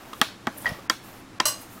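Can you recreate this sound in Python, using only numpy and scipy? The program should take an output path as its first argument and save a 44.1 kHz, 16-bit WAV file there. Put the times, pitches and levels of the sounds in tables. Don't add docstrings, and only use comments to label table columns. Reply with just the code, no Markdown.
import sys
import numpy as np
from scipy import signal
from scipy.io import wavfile

SR = 44100
rng = np.random.default_rng(int(sys.argv[2]) if len(sys.argv) > 2 else 0)


def ratio_of_db(decibels):
    return 10 ** (np.asarray(decibels, float) / 20)


def dump_mix(stems):
    frames = np.atleast_2d(stems).T
    limited = np.clip(frames, -1, 1)
    pcm = np.round(limited * 32767).astype(np.int16)
    wavfile.write(sys.argv[1], SR, pcm)


N = 79380

# pitch_hz, level_db (per Hz)
AIR_SPECTRUM = [(24, 2), (38, -11), (100, -10), (300, 2), (500, -13), (1100, -8.5), (2600, -16.5),
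                (9000, -26.5), (15500, -37)]
# pitch_hz, width_hz, level_db
FRIDGE_HUM = [(115.6, 19, -55), (194.8, 10, -59), (321, 63, -61), (352, 49, -85)]
# pitch_hz, t60_s
ROOM_DECAY = [(250, 0.22), (1000, 0.18), (4000, 0.36), (12000, 0.3)]
# start_s, level_db
STIR_PRESSURE = [(0, -48), (.14, -49.5), (.2, -51.5), (.4, -56), (.5, -53), (.58, -47), (.64, -47.5),
                 (.67, -34), (.72, -40.5), (.79, -48.5), (.87, -51.5), (1.0, -57), (1.06, -49), (1.2, -51),
                 (1.27, -60.5), (1.5, -44), (1.65, -51), (1.8, -54)]
# start_s, level_db
WRIST_MOTION = [(0, -56.5), (.12, -55.5), (.2, -49), (.35, -87), (.48, -65), (.565, -51), (.59, -45),
                (.7, -50.5), (.86, -63), (.98, -98), (1.04, -49.5), (1.2, -56.5), (1.27, -92), (1.5, -83),
                (1.62, -43), (1.68, -59.5), (1.73, -46.5), (1.8, -57)]
# pitch_hz, level_db, t60_s
BANGLE_MODES = [(7300, -9, .04), (8600, -10, .04), (9600, -10, .04), (11500, -6, .04), (12050, -3, .03),
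                (14450, -4, .04), (15500, -9, .03)]
# centre_s, level_db, pitch_hz
BANGLE_SHAKES = [(0.581, -41.5, 9800), (0.582, -40.5, 12000), (.585, -52, 14000), (.605, -55, 13200),
                 (0.622, -45.5, 8600), (.623, -44, 11000), (0.691, -43.5, 10900), (1.616, -49, 11100)]
# start_s, peak_db,
# pitch_hz, t60_s
SHORT_TICKS = [(0.131, -24.5, 1100, 0.03), (.134, -26, 1213, 0.024), (0.134, -29.5, 3300, 0.0064),
               (.131, -33, 2630, .006), (.131, -34, 5100, 0.0045), (.134, -39, 6460, 0.0034),
               (.134, -36.5, 8900, .004), (.472, -19, 239, 0.059), (.2155, -25, 4840, .018),
               (1.401, -22, 860, 0.024), (.898, -24, 5470, 0.012), (0.286, -30.5, 1500, 0.013),
               (.288, -52, 1910, 0.015), (0.665, -27.5, 4800, 0.016), (.669, -24, 3175, 0.022),
               (.677, -18, 1930, 0.01), (.696, -34.5, 5400, .012), (.746, -34.5, 1180, 0.012),
               (.672, -32, 730, 0.02), (.683, -42, 560, 0.04), (.690, -33, 5380, 0.02),
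               (0.696, -35, 1800, 0.027), (0.736, -49, 1910, .03), (.788, -33.5, 1180, 0.057),
               (.788, -34, 560, 0.057), (1.775, -39, 1260, 0.055)]
# start_s, peak_db
WALL_PINGS = [
    (.6570, -14.5),
    (.6648, -20),
]
# start_s, level_db
HEEL_THUMPS = [
    (.653, -31),
    (.6975, -24),
    (.7172, -17),
    (.729, -32),
]
# start_s, level_db
RIM_CLINKS = [
    (1.4544, -26),
    (1.4575, -37.5),
    (1.463, -33),
    (1.481, -32.5),
]
# pitch_hz, level_db, t60_s
RIM_LOW_MODES = [(571, -9, .19), (1137, -8, .27), (1178, -10, .2), (1476, -11, .15), (1960, -15, .2),
                 (2853, -9, .32), (2990, -9, .13), (4072, -4, .26), (4153, -9, .33), (4840, -7, .2),
                 (4900, -8, .26), (4950, -11, .38), (5001, -14, .4), (770, -16, .15)]
RIM_MID_MODES = [(5680, 0, .18), (5732, 1, .21), (6298, -15, .25), (6422, -3, .22), (6470, -14, .5),
                 (7284, -18, .25), (7580, -15, .3), (7741, -10, .2), (7851, -2, .2), (8107, -11, .17),
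                 (8445, -7, .2), (8549, -14, .42), (9205, -4, .25), (9846, -8, .21)]
RIM_HIGH_MODES = [(10540, 0, .18), (11230, -5, .1), (11930, -8, .22), (12040, -9, .21), (12390, -12, .19),
                  (12646, 3, .18), (13390, -8, .17), (14450, -18, .25), (14850, -14, .19),
                  (15400, -18, .25), (15740, -12, .19)]
# start_s, peak_db, brightness_db_per_octave, crack_db
WALL_TAPS = [
    (.646, -32.5, -20, -60),
    (.658, -26.5, -9, -56),
    (.665, -30.5, -1.5, -53),
    (.692, -51, 8.5, -50),
]
# start_s, peak_db, brightness_db_per_octave, crack_db
LEFT_EDGE_KNOCKS = [
    (.2146, -9, 3, -11.5),
    (.2165, -34.5, -17, -47),
    (.4700, -22.5, 1, -27),
    (.4716, -16, -15, -57),
]
# start_s, peak_db, brightness_db_per_octave, crack_db
RIGHT_EDGE_KNOCKS = [
    (.8972, -24.5, -19.5, -21),
    (.8983, -12, 1.5, -13),
    (1.3995, -17, -10, -48),
    (1.4017, -13, 0.5, -22),
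]
# pitch_hz, level_db, t60_s
LEFT_EDGE_MODES = [(250.2, -2, 0.04), (653, -13.5, 0.1), (846, -1.5, 0.048), (1130, -1.5, 0.044),
                   (1260, 4, 0.024), (1674, 6.5, 0.022), (1910, 3.5, 0.031), (2780, -7.5, 0.035),
                   (3300, 4.5, 0.012), (3930, -3.5, 0.0086), (5690, -3, 0.0092), (8600, -32, 0.0057),
                   (11000, -14, 0.0074)]
RIGHT_EDGE_MODES = [(332, -5.5, 0.053), (740, -30, 0.2), (1037, -2, 0.055), (1322, 2.5, 0.034),
                    (1794, 2, 0.031), (2010, 3.5, 0.0081), (2937, -6.5, 0.034), (3264, 1.5, 0.028),
                    (3800, -11, 0.043), (4800, 4.5, 0.016), (5660, 7.5, 0.0043), (7120, -3, 0.015),
                    (8200, -18.5, 0.035), (231, -14.5, 0.093)]
BOWL_WALL_MODES = [(560, -37, 0.035), (924, -0.5, 0.085), (1130, 4, 0.013), (2220, -13, 0.022),
                   (3306, 6, 0.022), (4580, -30, 0.065), (5400, -21, 0.07)]
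# pitch_hz, level_db
CLATTER_SPECTRUM = [(300, -15.5), (800, -2), (1600, 4), (2500, -6.5), (4500, -7), (9000, -18), (16000, -25)]
# start_s, length_s, above_hz
TREBLE_DIPS = [
    (.204, .007, 5500),
    (.461, .007, 8000),
    (.878, .016, 3200),
    (1.389, .008, 2800),
    (1.440, .009, 10500),
]


def rms_one(x):
    return x / np.sqrt(np.mean(x ** 2) + 1e-20)


def high_pass(x, order, hz):
    return signal.sosfilt(signal.butter(order, hz, "high", fs=SR, output="sos"), x)


def band_pass(x, low_hz, high_hz):
    return signal.sosfilt(signal.butter(2, [low_hz, high_hz], "band", fs=SR, output="sos"), x)


def in_time(rows):
    s, level = np.transpose(rows)
    return np.interp(np.arange(N) / SR, s, level)


def at_hz(points, hz):
    pitches, values = np.transpose(points)
    return np.interp(np.log(hz), np.log(pitches), values)


def ring(clicks, hz, t60):
    r, w = ratio_of_db(-60 / (t60 * SR)), 2 * np.pi * hz / SR
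    return signal.lfilter([0, np.sin(w)], [1, -2 * r * np.cos(w), r * r], clicks + 1e-18)


def impulses(s, gains):
    out = np.zeros(N)
    np.add.at(out, (np.asarray(s) * SR).astype(int), gains)
    return out


def dying(s, gains, t60):
    return signal.lfilter([1], [1, -ratio_of_db(-60 / (t60 * SR))], impulses(s, gains) + 1e-18)


def bands(shape):
    edges = 22 * 2 ** np.arange(0, 9.7, .5)
    white = rng.standard_normal((2, N))
    out = 0
    for k, (low, high) in enumerate(zip(edges, edges[1:])):
        out = out + shape(np.sqrt(low * high)) * band_pass(white[k % 2], low, high)
    return out


def grains(per_s, spread_db):
    size = ratio_of_db(spread_db * np.minimum(rng.exponential(1, N), 4)) * rng.choice([-1, 1], N)
    return size * (rng.random(N) < per_s / SR)


def background():
    out = ratio_of_db(-48.5) * rms_one(bands(lambda hz: ratio_of_db(at_hz(AIR_SPECTRUM, hz))))
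    for hz, width_hz, db in FRIDGE_HUM:
        out = out + ratio_of_db(db) * rms_one(ring(rng.standard_normal(N), hz, 3.2 / width_hz))
    return out


def kitchen(x):
    t = np.arange(N) / SR
    tail = bands(lambda hz: ratio_of_db(-60 * t / at_hz(ROOM_DECAY, hz)))
    tail = tail * np.clip((t - .004) / 0.0031, 0, 1)
    return ratio_of_db(-9) * signal.fftconvolve(x, tail / np.sqrt(np.sum(tail ** 2)))[:N]


def squelch():
    pitches = np.geomspace(550, 6500, 24)
    dealt = rng.integers(0, len(pitches), N)
    pops = grains(8000, 2.5)
    wet = sum(ring(pops * (dealt == k), hz, 12 / hz) for k, hz in enumerate(pitches))
    return ratio_of_db(in_time(STIR_PRESSURE)) * rms_one(wet)


def bangles():
    touches_per_s = 1400 / len(BANGLE_MODES)
    tinkle = rms_one(sum(ratio_of_db(db) * ring(grains(touches_per_s, 3.5), hz, t60) for hz, db, t60 in BANGLE_MODES))
    rustle = rms_one(high_pass(grains(24000, 4.3), 2, 7000))
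    out = ratio_of_db(in_time(WRIST_MOTION)) * (ratio_of_db(-9) * tinkle + ratio_of_db(-2) * rustle)
    t = np.arange(N) / SR
    length_s, shake_t60_s = .012, 2 / 1400
    for s, db, hz in BANGLE_SHAKES:
        shake = ring(ring(rng.standard_normal(N), hz, shake_t60_s), hz, shake_t60_s)
        out = out + ratio_of_db(db) * rms_one(shake) * np.exp(-((t - s) / (length_s / 2)) ** 2)
    return out


def ticks():
    out = 0
    for s, db, hz, t60 in SHORT_TICKS:
        rub = rng.standard_normal(180) * np.hanning(180)
        tick = ring(signal.lfilter(rub, 1, impulses([s - .001], 1)), hz, t60)
        out = out + ratio_of_db(db - 2.5) * tick / np.abs(tick).max()
    return out


def ping():
    s, db = np.transpose(WALL_PINGS)
    hz, t60_s = 1905, .017
    swell = ring(ring(impulses(s, ratio_of_db(db - db[0])), hz, t60_s), hz, t60_s)
    return ratio_of_db(db[0]) * swell / np.abs(swell).max()


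def thump():
    s, db = np.transpose(HEEL_THUMPS)
    soft = signal.lfilter(np.hanning(150) / 75, 1, impulses(s, -ratio_of_db(db)))
    return high_pass(ring(soft, 160, .018), 1, 50)


def clink():
    s, db = np.transpose(RIM_CLINKS)
    groups = [(RIM_LOW_MODES, 1.2), (RIM_MID_MODES, 1.5), (RIM_HIGH_MODES, -6.5)]
    modes = [(hz, m_db + trim_db, t60) for group, trim_db in groups for hz, m_db, t60 in group]
    out = 0
    for k, (hz, m_db, t60) in enumerate(modes):
        out = out + (-1) ** k * ring(impulses(s[:1], ratio_of_db(db[0] + m_db)), hz, t60)
    weak = []
    for hz, m_db, t60 in modes * 4:
        split_hz = 115 * np.sqrt(hz / 6060) * rng.uniform(-1.236, 1.454)
        weak.append((hz + split_hz, m_db - 5, t60 * .6))
    weak += [(hz, -21, .22) for hz in 500 + 15200 * rng.random(200) ** 1.5]
    for hz, m_db, t60 in weak:
        touches = impulses(s, ratio_of_db(db + m_db) * rng.choice([-1, 1], len(s)))
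        out = out + ring(touches, hz, np.clip(t60, .02, .6))
    return out


def knocks(rows, modes):
    s, db, tilt_db, crack_db = np.transpose(rows)
    crack_hz = 4030

    def strike_db(hz):
        return db + tilt_db * max(np.log2(hz / 1500), 0)

    rings = 0
    for k, (hz, m_db, t60) in enumerate(modes):
        rings = rings + ring(impulses(s, (-1) ** k * ratio_of_db(strike_db(hz) + m_db - 5)), hz, t60)
    crack = high_pass(rng.standard_normal(N) * dying(s, ratio_of_db(crack_db - 2), .0028), 2, crack_hz)

    def clatter_band(hz):
        t60_s = .035 * (1500 / hz) ** 0.64
        return ratio_of_db(at_hz(CLATTER_SPECTRUM, hz)) * dying(s, ratio_of_db(strike_db(hz) + 6), t60_s)

    clatter = bands(clatter_band)
    slap = band_pass(impulses(s, ratio_of_db(db + tilt_db + 19)), 500, 3970)
    snap = high_pass(impulses(s, ratio_of_db(crack_db + 6.5)), 2, crack_hz)
    direct = rings + crack + clatter
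    sent = ratio_of_db(-18) * rings + ratio_of_db(-6) * clatter + slap - snap
    return high_pass(np.array([direct, sent]), 3, 150)


def scene():
    left = knocks(LEFT_EDGE_KNOCKS, LEFT_EDGE_MODES)
    right = knocks(RIGHT_EDGE_KNOCKS, RIGHT_EDGE_MODES)
    direct, sent = left + right + knocks(WALL_TAPS, BOWL_WALL_MODES)
    rim = clink()
    small = ticks() + ping() + thump() + bangles()
    room = kitchen(sent + small + ratio_of_db(-7) * rim)
    return (direct + rim + small + room + squelch() + background())[None]


def hush(x):
    t = np.arange(N) / SR
    for s, length, hz in TREBLE_DIPS:
        treble = signal.sosfiltfilt(signal.butter(6, hz, "high", fs=SR, output="sos"), x)
        fade = np.clip(np.minimum(t - s, s + length - t) / .0015 + 1, 0, 1)
        x = x - (1 - ratio_of_db(-20)) * treble * fade
    return x


def band_limit(x):
    return signal.sosfilt(signal.butter(12, 16880, fs=SR, output="sos"), x)


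def record(dry):
    top_cut = signal.cheby2(16, 28, 15900 * 1.008, fs=SR, output="sos")
    mix = np.clip(hush(signal.sosfilt(top_cut, dry)), -1, 1)
    return band_limit(mix)


dry = scene()
out = record(dry)
dump_mix(out)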